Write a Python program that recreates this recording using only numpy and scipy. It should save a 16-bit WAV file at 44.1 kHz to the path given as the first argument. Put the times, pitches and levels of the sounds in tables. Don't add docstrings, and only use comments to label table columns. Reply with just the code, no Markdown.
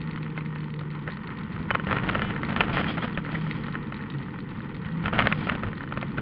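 import sys
import numpy as np
from scipy import signal
from scipy.fft import rfft, irfft, next_fast_len
from scipy.io import wavfile
from scipy.ndimage import uniform_filter1d, map_coordinates

SR = 44100
rng = np.random.default_rng(int(sys.argv[2]) if len(sys.argv) > 2 else 0)


def int16_out(signal):
    q = np.round(np.clip(np.atleast_2d(signal).T, -1, 1) * 32767)
    wavfile.write(sys.argv[1], SR, q.astype(np.int16))


N = 273861

# t/s, roughness/dB
ROAD_ROUGHNESS = [(0, 1), (.9, -2), (1.45, 1.5), (1.8, 2.5), (2.0, 6.5), (2.35, 5), (2.8, 7), (3.2, 2.5),
                  (3.6, 3.5), (4.0, 1), (4.5, 0), (4.97, 1.5), (5.22, 6.5), (5.5, 5.5), (5.82, 0.5),
                  (6.21, 4)]
# t/s, level over first 3 ms/dB, contact spectrum peak f/Hz, knock strength/dB
BIG_STONES = [(0.1759, -34, 1570, -55.5), (0.3768, -29, 1660, -57), (0.459, -38, 1940, -61),
              (0.559, -35, 1800, -54), (0.813, -37, 1380, -39), (1.077, -28, 1410, -36),
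              (1.086, -36, 1570, -32), (1.1707, -36, 1500, -51), (1.2833, -41.5, 1640, -49),
              (1.7054, -18.5, 1570, -37), (1.7101, -19, 1520, -52), (1.749, -20.5, 1900, -42),
              (1.753, -17, 1630, -29.5), (1.7973, -26.5, 1580, -36), (1.9109, -22, 1470, -30),
              (1.917, -22.5, 1310, -34), (1.928, -20, 1510, -51), (1.9672, -24, 1430, -33.5),
              (2.09, -22, 1470, -31.5), (2.096, -21, 1530, -42), (2.1538, -21, 1510, -24.5),
              (2.194, -25, 1625, -33), (2.2191, -22, 1690, -29), (2.306, -31, 1550, -35),
              (2.4324, -24.5, 1480, -34), (2.563, -20.5, 1680, -43), (2.6062, -14, 1800, -40.5),
              (2.611, -16, 1600, -38), (2.77, -19.5, 1480, -32.5), (2.7794, -25, 1490, -37),
              (2.785, -25, 1570, -47), (2.8038, -32, 1530, -36), (3.1749, -24.5, 1670, -28.5),
              (3.7532, -28, 1640, -59), (3.923, -30.5, 1550, -46), (5.058, -23, 1870, -44),
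              (5.0812, -24, 1830, -50), (5.1293, -31.5, 1340, -29.5), (5.1902, -14.5, 2100, -34),
              (5.1949, -15.5, 1560, -28), (5.204, -18, 1410, -36), (5.2709, -14, 1690, -36.5),
              (5.316, -26.5, 1260, -44), (5.325, -17, 1710, -47), (5.4915, -24.5, 1680, -33),
              (5.4964, -18, 1860, -37), (5.634, -25, 1560, -27.5), (5.807, -30, 1550, -52),
              (5.9236, -26, 1290, -35), (5.9739, -26.5, 1510, -31.5), (6.028, -26.5, 1500, -30),
              (6.1828, -26, 1550, -31)]


def amp(db):
    return np.exp(np.asarray(db) * (np.log(10) / 20))


def unit(x):
    return x / np.sqrt(np.mean(x ** 2) + 1e-20)


def struck(sound):
    return sound / np.sqrt(np.mean(sound[:SR // 300] ** 2) + 1e-20)


def along(points, hz):
    f, v = np.transpose(points)
    return np.interp(np.log(hz + 1), np.log(f + 1), v)


def curves(rows):
    s, *cols = np.transpose(rows)
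    return [np.interp(np.arange(N) / SR, s, c) for c in cols]


def wobble(rate):
    coarse = np.arange(0, N + 32, 32)
    knots = rng.standard_normal(int(N * rate / SR) + 4)
    return np.interp(np.arange(N), coarse, map_coordinates(knots, [coarse * rate / SR]))


def colour(x, spectrum):
    m = 2 * next_fast_len(len(x) // 2 + 600, real=True)
    log_gain = along(spectrum, np.fft.rfftfreq(m, 1 / SR)) * np.log(10) / 20
    cepstrum = irfft(log_gain, m)
    cepstrum[1:m // 2] *= 2
    cepstrum[m // 2 + 1:] = 0
    return irfft(rfft(x, m) * np.exp(rfft(cepstrum)), m)[:len(x)]


def fade(t, t60):
    return np.exp(-np.log(1000) * t / t60)


def ring(modes, t, scatter_db):
    hz, db, t60 = np.transpose(modes)[:, :, None]
    gain = amp(db + scatter_db * rng.standard_normal(hz.shape)) * rng.choice([-1, 1], hz.shape)
    return np.sum(gain * np.sin(2 * np.pi * hz * t) * fade(t, t60), axis=0)


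def add(track, s, sound):
    part = track[max(round(s * SR), 0):][:len(sound)]
    part += sound[:len(part)]


def swells(rows, attack_s, release_s):
    t = np.arange(N) / SR
    coarse = t[::32]
    gain = 0
    for s, length_s, db in rows:
        rise = np.clip((coarse - s) / attack_s, 0, 1)
        decay = np.exp(-np.maximum(coarse - s - length_s, 0) / release_s)
        gain = gain + amp(db) * rise * decay
    return np.interp(t, coarse, gain)


def patter(rate, spread_db):
    hits = rng.random(N) < rate / SR
    return unit(hits * rng.choice([-1, 1], N) * amp(spread_db * rng.standard_normal(N)))


def rumble(spectrum, evenness):
    noise = unit(colour(rng.standard_normal(N), spectrum))
    power = np.abs(uniform_filter1d(noise ** 2, size=3000)) + 1e-6
    return unit(noise / power ** (evenness / 2))


def on_road(smooth_db, grows):
    return amp(smooth_db + grows * curves(ROAD_ROUGHNESS)[0])


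def scattered(rate):
    count = int(N / SR * rate)
    times = np.abs(np.arange(count) + rng.uniform(-1, 2, count)) / rate
    return times, np.interp(times, *np.transpose(ROAD_ROUGHNESS))


def bumps():
    # t/s, onset to release/s, chatter drive/dB, thud level/dB
    ruts = [(0.137, .025, -56, -39.5), (0.801, .03, -55, -42), (1.061, 0.032, -44.5, -40),
            (1.51, .11, -49, -41.5), (1.697, 0.053, -43.5, -36.5), (1.864, .115, -34, -35.5),
            (2.022, .16, -36, -36), (2.198, .12, -41, -38.5), (2.483, 0.044, -33, -43.5),
            (2.565, .08, -33, -45), (2.673, .06, -35.5, -38), (2.737, 0.078, -31.5, -46),
            (2.86, .05, -33.5, -46), (2.964, .025, -34, -41), (3.013, .05, -33.5, -48.5),
            (3.17, 0.013, -38.5, -34.5), (3.321, .06, -40.5, -47), (4.174, .05, -49.5, -41.5),
            (4.527, .06, -58.5, -41), (4.746, .03, -58.5, -39.5), (4.851, .02, -51, -41.5),
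            (5.032, .04, -33, -36), (5.124, .145, -30, -34), (5.295, .13, -45.5, -45),
            (5.462, .09, -37, -45), (5.624, 0.065, -42.5, -33.5), (5.945, 0.044, -48, -40),
            (6.17, 0.02, -38, -35.5)]
    s, length_s, chatter_db, thud_db = np.transpose(ruts)
    return [swells(zip(s, length_s, db), attack_s=0.0084, release_s=.016) for db in (chatter_db, thud_db)]


def engine(jolt):
    # t/s, f/Hz
    firing_rate = [(0, 160), (.13, 154.5), (.48, 154), (.72, 150.5), (1.38, 147), (1.65, 163), (1.85, 152),
                   (2.25, 145), (2.7, 149), (3, 159), (3.22, 151), (3.38, 159), (3.75, 146), (4.2, 141),
                   (4.6, 134), (5.0, 166), (5.3, 151), (5.45, 155), (5.85, 134), (6.21, 141)]
    # t/s, drive/dB
    drone_drive = [(0, -34.5), (.4, -32.5), (.88, -32.5), (1.35, -44), (1.55, -35), (2.2, -36.5),
                   (3.1, -38), (3.7, -38.5), (4.55, -43), (5.45, -37.5), (5.72, -42.5), (6.0, -36.5),
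                   (6.21, -37)]
    # t/s, onset to release/s, drive/dB
    surges = [(.96, 0.011, -36), (1.04, .03, -37), (3.3, 0.17, -30), (3.655, .035, -37.5),
              (4.115, 0.064, -30.5), (4.895, .125, -29.5), (5.305, 0.058, -29.5)]
    hz = curves(firing_rate)[0]
    level = amp(curves(drone_drive)[0])
    swell = np.hypot(level, swells(surges, attack_s=0.04, release_s=.04))
    jerk = 1 - np.exp(-amp(40) * jolt)
    jitter = (.002 + .07 * jerk ** 2) * wobble(30)
    phase = 2 * np.pi * np.cumsum(hz * (1 + jitter)) / SR
    orders = [.5, 1.5, 2, 2.5, 3, 4, 6]
    order_db = [-25.0, -19.0, -14.0, -26.5, -24.0, -41.5, -31]
    overtones = sum(amp(db + 2.6 * wobble(3)) * np.sin(k * phase) for k, db in zip(orders, order_db))
    firing = amp(-1.5) * swell * np.sin(phase)
    return np.sqrt(2) * (firing + level * overtones) * amp(.6 * wobble(45))


def cabin(jolt, thump):
    # f/Hz, rel. 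level/dB
    thud_shape = [(11, -43), (18, -11.5), (64, -4), (125, 2.5), (160, -33.5), (280, -120)]
    # f/Hz, rel. level/dB
    boom_shape = [(85, -30), (110, -11), (140, -3.5), (180, 2), (222, 0.5), (262, -7.5), (305, -6),
                  (350, -12.5), (410, -13.5), (505, -14.5), (570, -28.5), (750, -49), (1500, -81.5)]
    heave_shape = [(12, -27.5), (28, -3.5), (50, -4.5), (90, -3.5), (125, -19.0), (300, -78)]
    heave = amp(-11.0) * jolt * rumble(heave_shape, evenness=0.69)
    thud = np.hypot(on_road(smooth_db=-46.5, grows=1.15), thump) * rumble(thud_shape, evenness=0.69)
    boom_gain = np.hypot(on_road(smooth_db=-37.5, grows=0.87), amp(-1) * jolt)
    boom = boom_gain * rumble(boom_shape, evenness=0.69)
    return heave + thud + boom


def gravel():
    # f/Hz, rel. level/dB
    well_shape = [(350, -27.5), (550, -32.5), (740, -5.5), (880, 7.5), (1300, 5.5), (1520, 4.5),
                  (1650, -5.5), (1860, 8), (2080, -1), (2800, -8.5), (3150, -10), (3900, -22), (5000, -44),
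                  (5700, -65.5)]
    # f/Hz, rel. level/dB
    sill_shape = [(1200, -31), (2300, 4), (2750, -4.5), (3200, 1.5), (3800, -11), (4900, -17),
                  (5400, -32.5), (6000, -59), (8300, -53.5), (14000, -48.5)]
    # t/s, onset to release/s, nominal level/dB
    sheets = [(2.2, 0.051, -55), (2.72, 0.082, -38.5), (2.875, .035, -41), (3.01, 0.024, -45.5),
              (3.3, 0.29, -51), (5.25, 0.24, -48.5)]
    spray_gain = on_road(smooth_db=-44.5, grows=1) * amp(1.4 * wobble(22))
    grains = patter(rate=500, spread_db=5)
    grit = amp(-4.5) * unit(colour(grains, well_shape))
    flickering_noise = rng.standard_normal(N) * amp(3.3 * wobble(70))
    hiss = amp(-6) * unit(colour(flickering_noise, well_shape))
    sand = unit(colour(patter(rate=1500, spread_db=5.0), sill_shape))
    thrown = swells(sheets, attack_s=0.014, release_s=0.036)
    sand_gain = np.hypot(on_road(smooth_db=-63, grows=0.78), thrown)
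    return spray_gain * (grit + hiss) + sand_gain * sand


def scrapes():
    # t/s, length/s, f/Hz, level before the treble cut/dB
    strokes = [(2.875, .04, 3200, -40), (3.012, 0.026, 3280, -42.5), (3.144, 0.013, 3250, -44),
               (3.347, 0.015, 1950, -29.5)]
    width_hz = 140
    track, t = np.zeros(N), np.arange(SR // 10) / SR
    for s, length_s, hz, db in strokes:
        drift = np.cumsum(rng.standard_normal(len(t))) * np.sqrt(2 * np.pi * width_hz / SR)
        phase = 2 * np.pi * hz * t + drift
        stroke = np.abs(np.sin(np.pi * np.clip(t / length_s, 0, 1))) ** .5
        add(track, s, amp(db) * np.sqrt(2) * stroke * np.sin(phase))
    return colour(track, [(3600, 0), (5600, -35)])


def panel_buzz():
    # t/s, buzz rate f/Hz, level/dB
    buzz_rows = [(2.2, 282, -74), (2.225, 291, -39), (2.26, 300.6, -43), (2.29, 295.3, -42.5),
                 (2.32, 287, -44), (2.36, 291, -78.5)]
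    # f/Hz, rel. level/dB
    panel_shape = [(1200, -19), (1780, -1), (2350, -5), (2670, -10.5), (2970, 1.5), (3300, -13),
                   (3570, -10), (4000, -32)]
    hz, db = curves(buzz_rows)
    phase = 2 * np.pi * np.cumsum(hz * (1 + 0.0014 * wobble(100))) / SR
    tone = 0
    for k in np.arange(4, 14):
        gain = amp(along(panel_shape, k * hz.mean()))
        tone = tone + gain * np.sin(k * phase + rng.uniform(0, 2 * np.pi))
    return amp(db) * unit(tone) * (db > db.min())


def ticks():
    # t/s, strength/dB
    set_hops = [(0.0159, -44.5), (0.1114, -42), (0.16, -42), (0.2294, -42.5), (0.3666, -45.5),
                (0.605, -45.5), (0.7402, -43.5), (0.7921, -45), (0.9916, -49.5), (1.1059, -42.5),
                (1.1199, -43), (1.2725, -43.5), (1.3872, -42), (2.4493, -39), (2.4927, -42), (3.3199, -43),
                (3.5114, -35.5), (3.6366, -44), (3.7244, -41), (3.9434, -41.5), (4.1011, -39),
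                (4.1385, -45.5), (4.2308, -47), (4.572, -53), (4.7511, -46.5), (4.8184, -52), (5.7803, -43),
                (6.0132, -40)]
    # f/Hz, rel. level/dB, t60/s
    part_modes = [(2580, 5.5, 0.026), (3080, 5.5, 0.013), (3500, 0.5, .03), (3770, 1, 0.03),
                  (3960, -7.5, 0.017), (4240, 0.5, 0.02), (4357, -4, 0.035), (4830, -20, 0.028)]
    # f/Hz, gain/dB
    tap_shape = [(500, -26), (700, -22.5), (900, -1.5), (1350, 1.5), (1650, -11), (1900, 9), (2400, 0.5),
                 (3300, -6.5), (4400, -10), (4650, -30), (4900, -22), (5600, -59)]
    random_hops_per_s, random_hop_db, spread_db = 18, -49, 1
    typical_bounce_s, bounce_loss_db = .016, 12
    ring_db, tap_db = -5, 11
    tones, taps, t = np.zeros(N), np.zeros(N), np.arange(SR // 40) / SR
    random_hops = [(s, random_hop_db + spread_db * np.clip(rng.standard_normal(), -2, 2))
                   for s in scattered(random_hops_per_s)[0]]
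    hops = list(set_hops) + random_hops
    bounces = [(s + typical_bounce_s * 2 ** rng.uniform(-.5, 1), db - bounce_loss_db) for s, db in hops]
    for s, db in hops + bounces:
        tone = ring(part_modes, t, scatter_db=3) * (1 - fade(t, .003))
        add(tones, s, amp(db + ring_db) * struck(tone))
        tap = rng.standard_normal(len(t)) * fade(t, .007)
        add(taps, s, amp(db + tap_db) * struck(tap))
    return colour(tones, [(4900, -1), (5800, -25)]) + colour(taps, tap_shape)


def chatter(shaking, jolt):
    # f/Hz, rel. level/dB
    fittings_shape = [(200, -31.5), (420, -2), (700, 0), (1050, -4.5), (1370, 3.5), (1650, -2),
                      (1880, -3.5), (2450, -8), (3100, -9.5), (3900, -21.5), (5200, -41), (5900, -62),
                      (8300, -72.5), (11500, -57)]
    shake = unit(shaking)
    swing = shake / np.sqrt(np.abs(uniform_filter1d(shake ** 2, size=2500)) + 1e-6)
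    smooth = uniform_filter1d(swing, size=60)
    turns = np.diff(np.sign(np.gradient(smooth)), prepend=0) != 0
    blows = turns * smooth * amp(2.0 * rng.standard_normal(N))
    decay = fade(np.arange(SR // 50) / SR, .011)
    buzz = signal.fftconvolve(np.abs(blows), decay)[:N] * rng.standard_normal(N)
    rattle = unit(blows) + .9 * unit(buzz)
    return amp(-0.27) * jolt * unit(colour(rattle, fittings_shape))


def glances():
    contacts = [(-0.0082, -21.5), (.011, -23.5)]
    return [(s + lag_s * 2 ** rng.uniform(-.5, .5), db + drop_db, hz, knock_db + drop_db)
            for s, db, hz, knock_db in BIG_STONES for lag_s, drop_db in contacts]


def pebbles():
    times, rough_db = scattered(rate=8)
    size, pitch = np.clip(rng.standard_normal((len(times), 2)), -2, 2).T
    smooth_db, grows, spread_db = -39, 2.1, 2
    db = smooth_db + grows * rough_db + spread_db * size
    median_hz, knock_rel_db = 1620, -14.5
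    return list(zip(times, db, median_hz * np.exp(.12 * pitch), db + knock_rel_db))


def stones():
    # f/Hz, rel. level/dB, t60/s
    panel_modes = [(556, -1, 0.024), (840, 2.5, 0.0068), (1060, -11.5, 0.091), (1315, 6, 0.016),
                   (1505, -2, 0.026), (1805, 5, 0.014), (2077, -3.5, 0.031), (2516, 1.5, 0.01),
                   (3010, -9, 0.042), (3970, -15, 0.013)]
    # f/Hz, rel. level/dB, t60/s
    floor_modes = [(389.6, 0.5, 0.038), (534, 7.5, 0.024), (670, -2, 0.025)]
    # f/Hz, rel. level/dB
    crack_shape = [(200, -26.5), (600, 1.5), (1300, 5.5), (2400, 5.5), (3300, -6), (4000, -18), (4900, -26),
                   (5700, -49.5), (7000, -48.5), (8300, -69.5), (10000, -43.5), (15000, -57.5)]
    track, t = np.zeros(N), np.arange(SR // 36) / SR
    for s, db, hz, knock_db in list(BIG_STONES) + glances() + pebbles():
        contact = [(hz / 4, -14), (hz / 2, -6), (hz, 0), (hz * 2, -8), (4000, -11), (5600, -36), (9000, -33)]
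        body = colour(ring(panel_modes, t, scatter_db=3.5), contact)
        crack = colour(rng.standard_normal(len(t)) * fade(t, 0.0094), crack_shape)
        hardness = amp(0.97 * (db + 20.5))
        blow = struck(struck(body) + 0.76 * hardness * struck(crack))
        knock = ring(floor_modes, t, scatter_db=2.0) * (1 - fade(t, 0.0059))
        add(track, s, amp(db) * blow + amp(knock_db - 1.0) * struck(knock))
    return track


def scene():
    rattle, thump = bumps()
    jolt = np.hypot(on_road(smooth_db=-59, grows=2.2), rattle)
    shaking = engine(jolt) + cabin(jolt, thump)
    mix = shaking + gravel() + chatter(shaking, jolt) + stones() + ticks() + panel_buzz() + scrapes()
    return mix[None]


def record(dry):
    top_hz = 15750
    hiss_shape = [(8500, -19.0), (11000, -3.5), (13000, -3.5), (15700, -11.5)]
    hiss = amp(-89.0) * unit(colour(rng.standard_normal(N), hiss_shape))
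    m = next_fast_len(N + SR // 2)
    in_band = np.fft.rfftfreq(m, 1 / SR) < top_hz
    return irfft(rfft(dry + hiss, m) * in_band, m)[..., :N]


dry = scene()
out = record(dry)
int16_out(out)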